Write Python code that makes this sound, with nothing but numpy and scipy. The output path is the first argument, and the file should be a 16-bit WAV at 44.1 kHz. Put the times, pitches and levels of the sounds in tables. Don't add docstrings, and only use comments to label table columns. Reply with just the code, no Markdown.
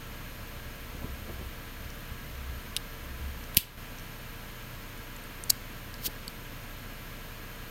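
import sys
import numpy as np
from scipy import signal
from scipy.fft import rfft, irfft, next_fast_len
from scipy.io import wavfile
from scipy.ndimage import uniform_filter1d, minimum_filter1d, map_coordinates

SR = 44100
rng = np.random.default_rng(int(sys.argv[2]) if len(sys.argv) > 2 else 0)


def wav_record(signal):
    frames = np.transpose(np.atleast_2d(signal))
    bounded = np.clip(frames, -1, 1)
    quanta = np.round(bounded * 32767).astype(np.int16)
    wavfile.write(sys.argv[1], SR, quanta)


N = 339570


def amp(db):
    return 10 ** (np.asarray(db) / 20)


def along(points, hz):
    pitches, values = np.transpose(points)
    return np.interp(np.log(hz + 1), np.log(pitches + 1), values)


def swell(peak_s, db, rise_db_per_s, hold_s, fall_db_per_s):
    t = np.arange(N) / SR - peak_s
    drop_db = rise_db_per_s * np.maximum(-t, 0) + fall_db_per_s * np.maximum(t - hold_s, 0)
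    return amp(np.maximum(db - drop_db, -140))


def wobble(rate_hz):
    return map_coordinates(rng.standard_normal(int(N * rate_hz / SR) + 4), [np.arange(N) * rate_hz / SR])


def filtered(x, response):
    size = next_fast_len(len(x) + 8192)
    return irfft(rfft(x, size) * response(np.fft.rfftfreq(size, 1 / SR)), size)[:len(x)]


def ringing(modes):
    return lambda f: sum((-1) ** k * amp(db) * 1j * f * width / (hz * hz - f * f + 1j * f * width)
                         for k, (hz, width, db) in enumerate(modes))


def struck(modes, crack_db):
    return ringing(list(modes) + [(6000, 7200, crack_db)])


def colour(points):
    return lambda f: amp(along(points, f))


def noise(response, grain=1):
    return unit_power(filtered(rng.standard_normal(N) * grain, response))


def unit_power(x):
    return x / np.sqrt(np.mean(x ** 2) + 1e-20)


def add(track, start_s, sound):
    part = track[round(start_s * SR):][:len(sound)]
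    part += sound[:len(part)]


def thud(db, pitch_hz, fade_s, attack_s=0.00026):
    t = np.arange(SR // 5) / SR
    return amp(db - 60 * t / fade_s) * np.sin(2 * np.pi * pitch_hz * t) * (1 - np.exp(-t / attack_s))


def contact(db, scrape_s, response, surface):
    t = np.arange(len(surface)) / SR
    fade = amp(-60 * t / scrape_s) * (1 - np.exp(-20 * t / scrape_s))
    force = surface * fade
    for _ in range(3):
        flat_spectrum = np.exp(1j * np.angle(rfft(force)))
        force = irfft(flat_spectrum) * np.sqrt(fade)
    sound = filtered(force, response)
    return amp(db) * sound / np.linalg.norm(sound) * np.sqrt(SR / 1000)


def clatter(hits, response):
    out = np.zeros(N)
    surface = rng.standard_normal(2048)
    for start_s, db, scrape_s in hits:
        add(out, start_s, contact(db, scrape_s, response, surface))
    return out


# pitch_hz, level_db
HUM_TONES = [(30, -47), (62, -62), (90, -57.5), (120, -54.5), (214, -63), (242, -62.5), (463, -62),
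             (583, -66), (694, -67.5), (996, -66.5), (1335, -64), (1647, -62.5), (2073, -77), (2903, -70),
             (3112, -67)]
def machine_hum(drift=0.044):
    t = np.arange(N) / SR
    out = np.zeros(N)
    for hz, db in HUM_TONES:
        waver = drift * np.sqrt(hz) * wobble(rate_hz=13)
        out += amp(db) * np.sqrt(2) * np.sin(2 * np.pi * hz * t + waver)
    return out


# pitch_hz, gain_db
AIR_COLOUR = [(20, -11.5), (45, -8), (70, -9.5), (130, -8.5), (200, -11), (300, -13.5), (400, -19.5),
              (560, -17), (780, -23), (1000, -18.5), (1600, -19.5), (2400, -19.5), (3200, -23.5),
              (4400, -28), (6000, -57)]
# pitch_hz, gain_db
HISS_COLOUR = [(2500, -52), (4300, 6), (5000, -2), (6000, 3), (7000, 2), (7700, -2), (9000, 1),
               (10250, -3.5), (11200, -14), (12500, -28.5), (13600, 0.5), (15000, 3.5), (16000, -0.5)]
# pitch_hz, width_hz, gain_db
HISS_PEAKS = [(1633, 90, 4.5), (5190, 280, -7), (6580, 260, -8.5), (9430, 240, -8.5), (10790, 300, -11),
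              (12056, 240, 2), (13450, 410, -7.5)]
def air_and_hiss(air_db=-46, hiss_db=-56, whistle_db=-54):
    air = amp(air_db) * noise(colour(AIR_COLOUR))
    hiss = amp(hiss_db) * noise(colour(HISS_COLOUR))
    return air + hiss + amp(whistle_db) * noise(ringing(HISS_PEAKS))


# pitch_hz, gain_db
FLAME_COLOUR = [(40, -14), (110, -3), (350, 0), (600, -6), (1000, -15), (2500, -45)]
# peak_s, rush_db, pop_db
FLAME_FLAPS = [(.95, -50, -30), (1.044, -42.5, -20.5), (1.296, -42.5, -36), (1.412, -48, -30),
               (6.081, -49, -26)]
def flame():
    flaps = sum(swell(peak_s, db, rise_db_per_s=280, hold_s=0.0069, fall_db_per_s=330)
                for peak_s, db, _ in FLAME_FLAPS)
    out = noise(colour(FLAME_COLOUR)) * flaps
    for peak_s, _, pop_db in FLAME_FLAPS:
        add(out, peak_s, thud(pop_db, pitch_hz=169, fade_s=0.016))
    return out


# pitch_hz, gain_db
RUMBLE_COLOUR = [(25, -45), (45, -22), (65, 9.5), (90, -20), (150, -15.5), (400, -50)]
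# peak_s, hold_s, level_db, rise_db_per_s
HAND_TURNS = [(1.003, 0.47, -45, 13), (1.97, 0.68, -45, 70), (3.23, 0.056, -37, 55), (3.83, .08, -50, 110)]
# start_s, level_db
GRIP_BUMPS = [(1.219, -28), (1.39, -30), (1.468, -33), (1.579, -36), (1.856, -28.5), (2.115, -29.5)]
def hand():
    turns = [swell(peak_s, db, rise, hold_s, fall_db_per_s=90) for peak_s, hold_s, db, rise in HAND_TURNS]
    out = noise(colour(RUMBLE_COLOUR)) * np.max(turns, axis=0)
    for start_s, db in GRIP_BUMPS:
        add(out, start_s, thud(db, pitch_hz=81, fade_s=0.045))
    return out


# pitch_hz, width_hz, gain_db
CASE_RING = [(1390, 1800, -41), (2730, 500, -33), (3880, 250, -7), (4570, 200, 7.5), (4960, 260, -2),
             (5380, 290, -1), (6630, 390, 0), (7100, 420, -3), (8070, 320, -1.5), (8600, 220, -6),
             (9100, 210, -4), (9600, 230, 0.5), (11300, 540, -4), (12300, 370, -2), (13540, 500, -1),
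             (14100, 770, -4.5), (15200, 700, -21)]
# start_s, level_db, pitch_hz
FINGER_TICKS = [(1.9015, -40.5, 5700), (3.4382, -43, 5700), (3.985, -41, 5900), (3.995, -46, 5800),
                (4.9757, -47, 9200), (5.163, -40, 7140), (5.2381, -43.5, 8700), (5.94, -37, 4930)]
def finger_ticks(sharpness=11, case_db=-13, scrape_s=0.016):
    out = np.zeros(N)
    for start_s, db, hz in FINGER_TICKS:
        tick = ringing([(hz, hz / sharpness, 0)])
        body = lambda f: amp(case_db) * ringing(CASE_RING)(f) - tick(f)
        out += clatter([(start_s, db, scrape_s)], body)
    return out


# pitch_hz, width_hz, gain_db
CAM_RING = [(2930, 430, 1), (3800, 370, 4), (5100, 850, -1), (8050, 340, -7), (9400, 450, -2.5),
            (10450, 250, -3), (12500, 1800, -12)]
def hinge_cam(start_s=2.7648, db=-17, loss_db=8.5, first_gap_s=0.0045, shrink=0.54, scrape_s=0.005):
    bounces = []
    for k in range(3):
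        delay_s = first_gap_s * (1 - shrink ** k) / (1 - shrink)
        bounces.append((start_s + delay_s, db - loss_db * k, scrape_s))
    return clatter(bounces, struck(CAM_RING, crack_db=-36))


# offset_s, level_db, scrape_s
LID_HITS = [(-.0229, -32, .005), (-.0036, -23, .02), (0, 1, .0055), (.0027, -16, .007), (.0047, -6, .006),
            (.0118, -21.5, .035)]
# pitch_hz, gain_db
RIM_COLOUR = [(500, -37), (1300, -31), (1900, -20), (2400, -4), (2850, 2), (3600, -6), (4400, -1.5),
              (5500, -6), (6700, -10), (8600, -5), (10600, -7), (11500, 4), (12300, -1), (12900, 3),
              (13800, -3), (14500, 1), (15700, -1), (17000, -40)]
def lid_snap(shut_s):
    hits = [(shut_s + offset_s, db, scrape_s) for offset_s, db, scrape_s in LID_HITS]
    return clatter(hits, colour(RIM_COLOUR))


# offset_s, level_db, pitch_hz, fade_s
LID_JOLTS = [(-.0006, -18.5, 78, 0.062), (.0026, -13, 202, 0.023)]
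def lid_jolt(shut_s):
    out = np.zeros(N)
    for offset_s, db, hz, fade_s in LID_JOLTS:
        add(out, shut_s + offset_s, thud(db, hz, fade_s))
    return out


# pitch_hz, width_hz, gain_db
CATCH_RING = [(6010, 350, -12), (8900, 510, 1)]
def lid_catch(start_s=5.4381, db=-29, scrape_s=0.0037):
    return clatter([(start_s, db, scrape_s)], struck(CATCH_RING, crack_db=-22))


def lid_opening(peak_s=5.5022, peak_db=-8, growth_db=6, loss_db=7, gap_s=0.0019, scrape_s=0.0065):
    knock = ringing([(600, 900, -27)])
    body = lambda f: struck(CASE_RING, crack_db=-19)(f) + knock(f)
    out = np.zeros(N)
    for k in range(-4, 3):
        db = peak_db + min(growth_db * k, -loss_db * k)
        out += clatter([(peak_s + gap_s * k, db, scrape_s)], body)
    return out


# pitch_hz, gain_db
FLINT_COLOUR = [(1000, -22), (2000, -14), (3000, -8), (4300, -3), (5400, -6), (7000, -5), (9500, -8),
                (11000, -8), (12300, -7), (13300, 0), (15200, -2), (16000, -8), (17000, -40)]
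# pitch_hz, width_hz, gain_db
WHEEL_RING = [(3050, 250, -8), (4460, 220, 5), (5300, 300, -6), (7950, 480, -5), (13000, 2500, -13)]
# start_s, level_db
WHEEL_STOPS = [(6.0766, -36), (6.0796, -41), (6.2794, -27.5)]
def flint_wheel(peak_s=6.0625, rasp_db=-27.5, ring_db=-35.5, grit_db=1.5, click_scrape_s=0.004):
    bites = rng.standard_normal(N) * amp(-grit_db * wobble(rate_hz=900))
    rasp = unit_power(filtered(bites, colour(FLINT_COLOUR)))
    ring = unit_power(filtered(bites, ringing(WHEEL_RING)))
    thumb = dict(hold_s=0.0075, fall_db_per_s=3200)
    rasp *= swell(peak_s, rasp_db, rise_db_per_s=700, **thumb)
    ring *= swell(peak_s, ring_db, rise_db_per_s=450, **thumb)
    clicks = [(start_s, db, click_scrape_s) for start_s, db in WHEEL_STOPS]
    return rasp + ring + clatter(clicks, struck(WHEEL_RING, crack_db=-26))


# pitch_hz, fade_s
ECHO_FADES = [(200, 0.24), (3000, 0.28), (8000, 0.22), (15000, 0.17)]
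def room_echo(x, gap_s=0.00124):
    hz, t, spectrum = signal.stft(rng.standard_normal(SR // 2), SR, nperseg=256)
    fade = amp(-60 * t / along(ECHO_FADES, hz)[:, None])
    tail = signal.istft(spectrum * fade, SR, nperseg=256)[1]
    tail *= np.arange(len(tail)) / SR > gap_s
    return signal.fftconvolve(x, tail / np.linalg.norm(tail))[:N]


def scene(shut_s=3.5699, snap_echo_db=-15, click_echo_db=-27):
    snap = lid_snap(shut_s)
    clicks = hinge_cam() + lid_catch() + lid_opening() + finger_ticks() + flint_wheel()
    echo = amp(snap_echo_db) * room_echo(snap) + amp(click_echo_db) * room_echo(clicks)
    return snap + clicks + echo + flame() + hand() + lid_jolt(shut_s) + machine_hum() + air_and_hiss()


def record(dry, overload_power=0.38, dip_db=-5, hold_s=0.201, recover_s=0.008, ceiling=0.8, top_hz=15850):
    overload = uniform_filter1d(dry ** 2, size=44) > overload_power
    t = np.arange(N) / SR
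    since_overload_s = t - np.maximum.accumulate(np.where(overload, t, -1))
    recovered = np.clip((since_overload_s - hold_s) / recover_s + 0.5, 0, 1)
    dipped = dry * amp(dip_db * (1 - recovered))
    safe_gain = ceiling / np.maximum(np.abs(dipped), ceiling)
    limited = dipped * uniform_filter1d(minimum_filter1d(safe_gain, size=9), size=9)
    return filtered(limited, lambda hz: hz < top_hz)


dry = scene()
out = record(dry)
wav_record(out)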